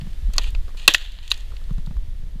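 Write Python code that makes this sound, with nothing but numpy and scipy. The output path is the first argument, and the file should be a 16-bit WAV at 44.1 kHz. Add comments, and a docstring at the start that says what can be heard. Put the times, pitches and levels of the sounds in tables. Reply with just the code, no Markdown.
"""A branch snaps in the snow

A half-cut branch on a fallen tree snaps under boots in a snowy forest: one loud break, a few lesser
cracks and ticks of splinters. The trunks send back a thin echo; boots scuff on bark and press the snow.
The close hand-held microphone rumbles, takes dull bumps and overloads on the break."""
import sys
import numpy as np
from scipy import signal
from scipy.fft import rfft, irfft, next_fast_len
from scipy.io import wavfile
from scipy.ndimage import uniform_filter1d

SR = 44100
rng = np.random.default_rng(int(sys.argv[2]) if len(sys.argv) > 2 else 0)


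def dump(signal):
    """Clip the signal to [-1, 1] and save it as 16-bit WAV at the path in sys.argv[1]."""
    limited = np.clip(np.atleast_2d(signal).T, -1, 1)
    pcm = np.round(limited * 32767).astype(np.int16)
    wavfile.write(sys.argv[1], SR, pcm)


N = 105840  # 2.4 s
FIBRE_RISE_S = 0.0002  # how fast the noise of tearing wood starts


def amp(db):
    """Turn decibels into a gain."""
    return 10 ** (np.asarray(db) / 20)


def unit(x):
    """Scale a signal to an average power of 1."""
    return x / np.sqrt(np.mean(x ** 2) + 1e-20)


def clock():
    """Time of each sample in seconds."""
    return np.arange(N) / SR


def curve(rows):
    """Join (time, value) points by straight lines."""
    return np.interp(clock(), *np.transpose(rows))


def noise(colour, size, tilt_db=0):
    """Noise with a colour (a level for each frequency), tilted by tilt_db per octave around 3500 Hz."""
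    octave = np.log2(np.fft.rfftfreq(size, 1 / SR) + 1)
    hz, db = np.transpose(colour)
    slope_db = tilt_db * np.maximum(octave - np.log2(3500), -2)
    gain = amp(np.interp(octave, np.log2(hz + 1), db) + slope_db)
    phases = np.exp(2j * np.pi * rng.random(len(gain)))
    return unit(irfft(gain * phases, size))


def fade(t, rise, t60):
    """A quick rise, then a fall of 60 dB every t60 seconds."""
    return (1 - np.exp(-t / rise)) * np.exp(-np.log(1000) * t / t60)


def whip(t, hz, swell_s):
    """A few cycles that swell for swell_s seconds and die away."""
    return np.sin(2 * np.pi * hz * t) * t / swell_s * np.exp(.5 * (1 - (t / swell_s) ** 2))


def grain(depth_db):
    """A random gain that changes about every two milliseconds."""
    wobble = unit(uniform_filter1d(rng.standard_normal(N), size=90))
    return unit(amp(depth_db * wobble))


def add(track, s, sound):
    """Mix a sound in at s seconds."""
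    part = track[max(0, round(s * SR)):][:len(sound)]
    part += sound[:len(part)]


def microphone_rumble():
    """The moving microphone makes a deep rumble."""
    # strength of the rumble: t/s, level/dB
    levels = [(0, -31.5), (.13, -26), (.19, -26), (.3, -17.5), (.43, -19.5), (.5, -22.5), (.6, -16),
              (.66, -26.5), (.76, -26.5), (.95, -32.5), (1.05, -28), (1.19, -34), (1.28, -29),
              (1.66, -26.5), (1.78, -18.5), (1.86, -26.5), (2.02, -24.5), (2.39, -27.5)]
    # colour of the rumble: f/Hz, level/dB
    colour = [(10, -5), (20, 8), (34, 0), (50, -9.5), (70, -14.5), (100, -30.5), (160, -61.5), (300, -67),
              (800, -91)]
    rumble = noise(colour, N)
    rumble /= np.sqrt(np.abs(uniform_filter1d(rumble ** 2, size=SR // 12)))  # even out chance swells
    return amp(curve(levels)) * rumble


def hand_rubbing():
    """The hand rubs on the microphone with a low noise."""
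    # strength of the rubbing: t/s, level/dB
    levels = [(0, -44.5), (.3, -43.5), (.7, -44.5), (1.1, -54), (1.5, -47), (1.8, -42), (2.0, -41),
              (2.12, -45), (2.25, -44.5), (2.4, -41.5)]
    # colour of the rubbing: f/Hz, level/dB
    colour = [(30, -9.5), (75, 6.5), (110, -5), (200, -11.5), (290, -20.5), (550, -26.5), (1000, -37.5),
              (3000, -60.5)]
    return amp(curve(levels)) * noise(colour, N)


def forest_hiss():
    """The forest hisses faintly."""
    # strength of the hiss: t/s, level/dB
    levels = [(0, -53.5), (.7, -54.5), (1.1, -59.5), (1.5, -54), (1.9, -57), (2.4, -59)]
    # colour of the hiss: f/Hz, level/dB
    colour = [(150, -31), (250, -7), (589, -11), (699, -9), (774, -13.5), (1050, -11.5), (1130, -13.5),
              (1620, -12), (1760, -8.5), (2360, -12.5), (3440, -9), (5550, -17.5), (15000, -25)]
    return amp(curve(levels)) * noise(colour, N)


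def splinter_ticks():
    """Small splinters and twigs give way, each with a tiny burst of noise."""
    # splinters breaking: t/s, level/dB, tilt/(dB per octave)
    ticks = [(.012, -34.5, -6), (0.131, -44, -4), (0.3353, -31, 8), (0.3387, -34, 5.5), (0.3646, -33, 12),
             (.4344, -36, 10), (0.442, -28.5, -8.5), (0.505, -39.5, 10), (0.5494, -27.5, -9),
             (0.7728, -37.5, 5.5), (0.797, -34.5, -1.5), (0.906, -29, 15), (.963, -35, 5), (0.98, -35, 4),
             (1.12, -42, 3), (1.1408, -43, -7), (1.1873, -34.5, -11), (1.278, -31.5, 2),
             (1.341, -27.5, -0.5), (1.376, -37, 6), (1.4062, -41, 5), (1.5668, -36.5, -5.5),
             (1.639, -44, 1), (1.729, -48, 10), (1.7816, -46, 5), (1.8621, -40, 4.5)]
    # colour of a tick: f/Hz, level/dB
    colour = [(200, -28), (1000, -22), (2100, -5), (2700, 4), (4400, 5), (5300, -8.5), (7000, -3.5),
              (8500, -14.5), (15000, -23.5)]
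    out, t = np.zeros(N), clock()[:SR // 20]
    for s, db, tilt_db in ticks:
        add(out, s, amp(db) * noise(colour, len(t), tilt_db) * fade(t, FIBRE_RISE_S, t60=0.018))
    return out


def trunk_echo(wood):
    """Trunks scatter the sound and blur its pitch: near ones briefly, far ones with a long thin tail."""
    # colour of the echo: f/Hz, level/dB
    colour = [(200, -29.5), (600, -10.5), (1200, -14), (1850, 1), (2200, -7.5), (2650, 2), (3500, 4.5),
              (4300, -2.5), (5300, -17.5), (7000, -12), (8500, -22.5), (15000, -27.5)]
    near = amp(-22.5) * unit(fade(clock(), rise=0.009, t60=0.11))
    far = amp(-27.5) * unit(fade(clock(), rise=0.009, t60=0.74))
    power = signal.fftconvolve(wood ** 2, (near ** 2 + far ** 2) / N)[:N]
    crackle = grain(depth_db=2.5)  # the echo varies from trunk to trunk
    return np.sqrt(np.abs(power)) * crackle * noise(colour, N)


def snow_crunches():
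    """Snow packs under a sole in short dull slips."""
    # slips of the snow: t/s, level/dB
    slips = [(.015, -41), (.068, -43), (0.301, -47), (.338, -43), (.359, -36), (.393, -29), (.468, -41),
             (0.545, -44), (0.68, -40), (0.69, -44), (.705, -46.5), (0.746, -42), (0.889, -23), (.901, -38),
             (0.919, -36), (1.372, -53), (1.503, -43.5), (1.518, -40), (1.535, -44.5), (1.614, -49),
             (1.694, -44), (1.7065, -42), (1.781, -41.5), (1.797, -49), (1.871, -43), (1.9087, -42),
             (1.9666, -42), (2.232, -52), (2.263, -53)]
    # colour of a crunch: f/Hz, level/dB
    colour = [(150, -9), (450, 3.5), (800, -2), (1300, -1.5), (2000, -12), (4000, -17), (12000, -33)]
    out, t = np.zeros(N), clock()[:SR // 10]
    for s, db in slips:
        add(out, s, amp(db) * noise(colour, len(t)) * fade(t, rise=0.00049, t60=0.031))
    return out


def microphone_bumps():
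    """Soft knocks on the microphone, two or three low cycles each; the row at 0.877 s is instead the deep thud
    of the branch itself at the big break."""
    # knocks, and the branch's thud at 0.877 s: t/s, level/dB, f/Hz
    bumps = [(.015, -25.5, 141), (.03, -28.5, 153), (0.055, -34.5, 180), (.07, -27.5, 160),
             (0.218, -34.5, 113), (0.233, -20, 42.5), (0.288, -30.5, 172), (0.397, -12, 28.3),
             (.54, -58, 140), (0.877, -24.5, 160), (1.709, -19.5, 148), (1.78, -23.5, 142.4),
             (1.873, -24, 142), (1.907, -26.5, 165), (1.954, -17, 44), (2.076, -30, 86), (2.192, -37, 149),
             (2.23, -34, 123), (2.268, -39.5, 138.8), (2.356, -30.5, 164)]
    out, t = np.zeros(N), clock()[:SR // 4]
    for s, db, hz in bumps:
        add(out, s, amp(db) * whip(t, hz, swell_s=0.86 / hz))
    return out


def boot_scuffs():
    """Soles rub on snowy bark with a grainy noise."""
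    # strokes of a sole: t/s, length/s, level/dB
    scuffs = [(0.328, .07, -47.5), (0.407, 0.073, -41), (0.766, 0.084, -44.5), (1.22, 0.19, -49.5)]
    # colour of a scuff: f/Hz, level/dB
    colour = [(240, -52.5), (400, -17), (1410, -13.5), (1610, -19), (1880, -3.5), (2220, -28.5), (2430, -3),
              (2740, -2.5), (4330, -6.5), (5430, -24), (6510, -15), (15000, -35.5)]
    rise_s, fall_s = 0.0091, 0.03
    level, t = np.zeros(N), clock()
    for s, length, db in scuffs:
        level += amp(db) * np.clip((t - s) / rise_s, 0, 1) * np.clip(1 - (t - s - length) / fall_s, 0, 1)
    return level * grain(depth_db=2) * noise(colour, N)


def branch_ring(t, crack_db):
    """The branch rings with its own tones; weaker cracks move the whole branch less, giving less bass."""
    # tones of the branch: f/Hz, level/dB, t60/s
    tones = [(315, -24.5, 0.068), (410, -23.5, 0.041), (607.7, -21.5, .03), (1093, -7, .016),
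             (1243, -12.5, 0.013), (1501, -14.5, .02), (1913, -8, 0.027), (2591, -4.5, 0.034),
             (3030, -14.5, .022), (3302, -11.5, 0.049), (3610, -8, 0.027), (4119, -0.5, 0.019)]
    bass_db = 0.85 * (crack_db - 10)  # 10 dB stands for a full break
    out = np.zeros(len(t))
    for k, (hz, db, t60) in enumerate(tones):
        gain = amp(db + rng.normal(0, 1) + bass_db * (hz < 700))
        out += (-1) ** k * gain * np.sin(2 * np.pi * hz * t) * fade(t, rise=0.00062, t60=t60)
    return out


def branch_cracks():
    """Each break whips a splinter, rings the branch, tears fibres and splits with a bright click."""
    # breaks: t/s, level/dB, splinter f/Hz, splinter swell/s, ring/dB, fibres/dB, fibre t60/s,
    # fibre tilt/(dB per octave), split/dB; ring, fibres and split are relative to the level
    cracks = [(0.3818, -5.5, 6500, 0.00028, -42, -11, 0.0055, -4.5, -14.5),
              (.382, -3, 4430, 0.00062, -13.5, -7, 0.021, -4.5, -33),
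              (.8781, 9, 2675, 0.0019, -3.5, -0.5, 0.019, -3.5, -20),
              (0.9385, -6.5, 6100, 0.00043, -30, -1, 0.011, 3, -10),
              (0.9453, -2, 2676, 0.0014, -4.5, -7, 0.032, -0.9, -16),
              (0.948, -6, 1862, 0.0014, -21, -22, .015, -.5, -30),
              (1.3036, -30, 7400, 0.0011, -24, -6, 0.022, 1, -8),
              (1.3085, -23.5, 3960, 0.00095, -22, -2, 0.019, 2.5, -14),
              (1.3151, -14.5, 2870, 0.0016, -4, -24, 0.015, 10, -32),
              (1.3158, -2, 3920, 0.00087, -15.5, -17, 0.025, 1, -36),
              (1.3195, -14, 4050, 0.00056, -28, 3, 0.0063, -0.5, -30)]
    # colour of tearing fibres: f/Hz, level/dB
    fibre_colour = [(100, -18), (400, -19.5), (800, -7.5), (1100, -3), (1800, -8.5), (2150, -23.5),
                    (2700, 7.5), (4500, 6.5), (5300, -3.5), (6300, 2.5), (7400, -2), (8200, -13.5),
                    (9000, -6.5), (11000, -12), (12300, -14.5), (15000, -14)]
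    # colour of the split: f/Hz, level/dB
    split_colour = [(500, -17), (5000, -10), (9000, -2), (11000, 0), (12300, -5), (14000, -2.5),
                    (15000, -6)]
    out, t = np.zeros(N), clock()[:SR // 10]
    for s, db, hz, swell_s, ring_db, fibre_db, fibre_t60, tilt_db, split_db in cracks:
        splinter = whip(t, hz, swell_s)
        ring = amp(ring_db) * branch_ring(t, db)
        fibres = amp(fibre_db) * noise(fibre_colour, len(t), tilt_db) * fade(t, FIBRE_RISE_S, fibre_t60)
        split = amp(split_db) * noise(split_colour, len(t)) * fade(t, FIBRE_RISE_S, t60=0.0037)
        add(out, s, amp(db) * (splinter + ring + fibres + split))
    return out


def scene():
    """Mix the breaking wood, its echo, the boots and the background into one channel."""
    wood = branch_cracks() + splinter_ticks()
    echo = trunk_echo(wood)
    boots = boot_scuffs() + snow_crunches()
    background = microphone_bumps() + microphone_rumble() + hand_rubbing() + forest_hiss()
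    return (wood + echo + boots + background)[None]


def record(dry):
    """The recorder flattens the loudest peaks and cuts off the highest treble."""
    hardness, top_hz = 30, 15250
    clipped = dry / (1.5 + np.abs(dry) ** hardness) ** (1 / hardness)
    size = next_fast_len(N + SR // 10)
    treble_cut = 1 / np.sqrt(1 + (np.fft.rfftfreq(size, 1 / SR) / top_hz) ** 160)
    return irfft(rfft(clipped, size) * treble_cut, size)[:, :N]


dry = scene()
out = record(dry)
dump(out)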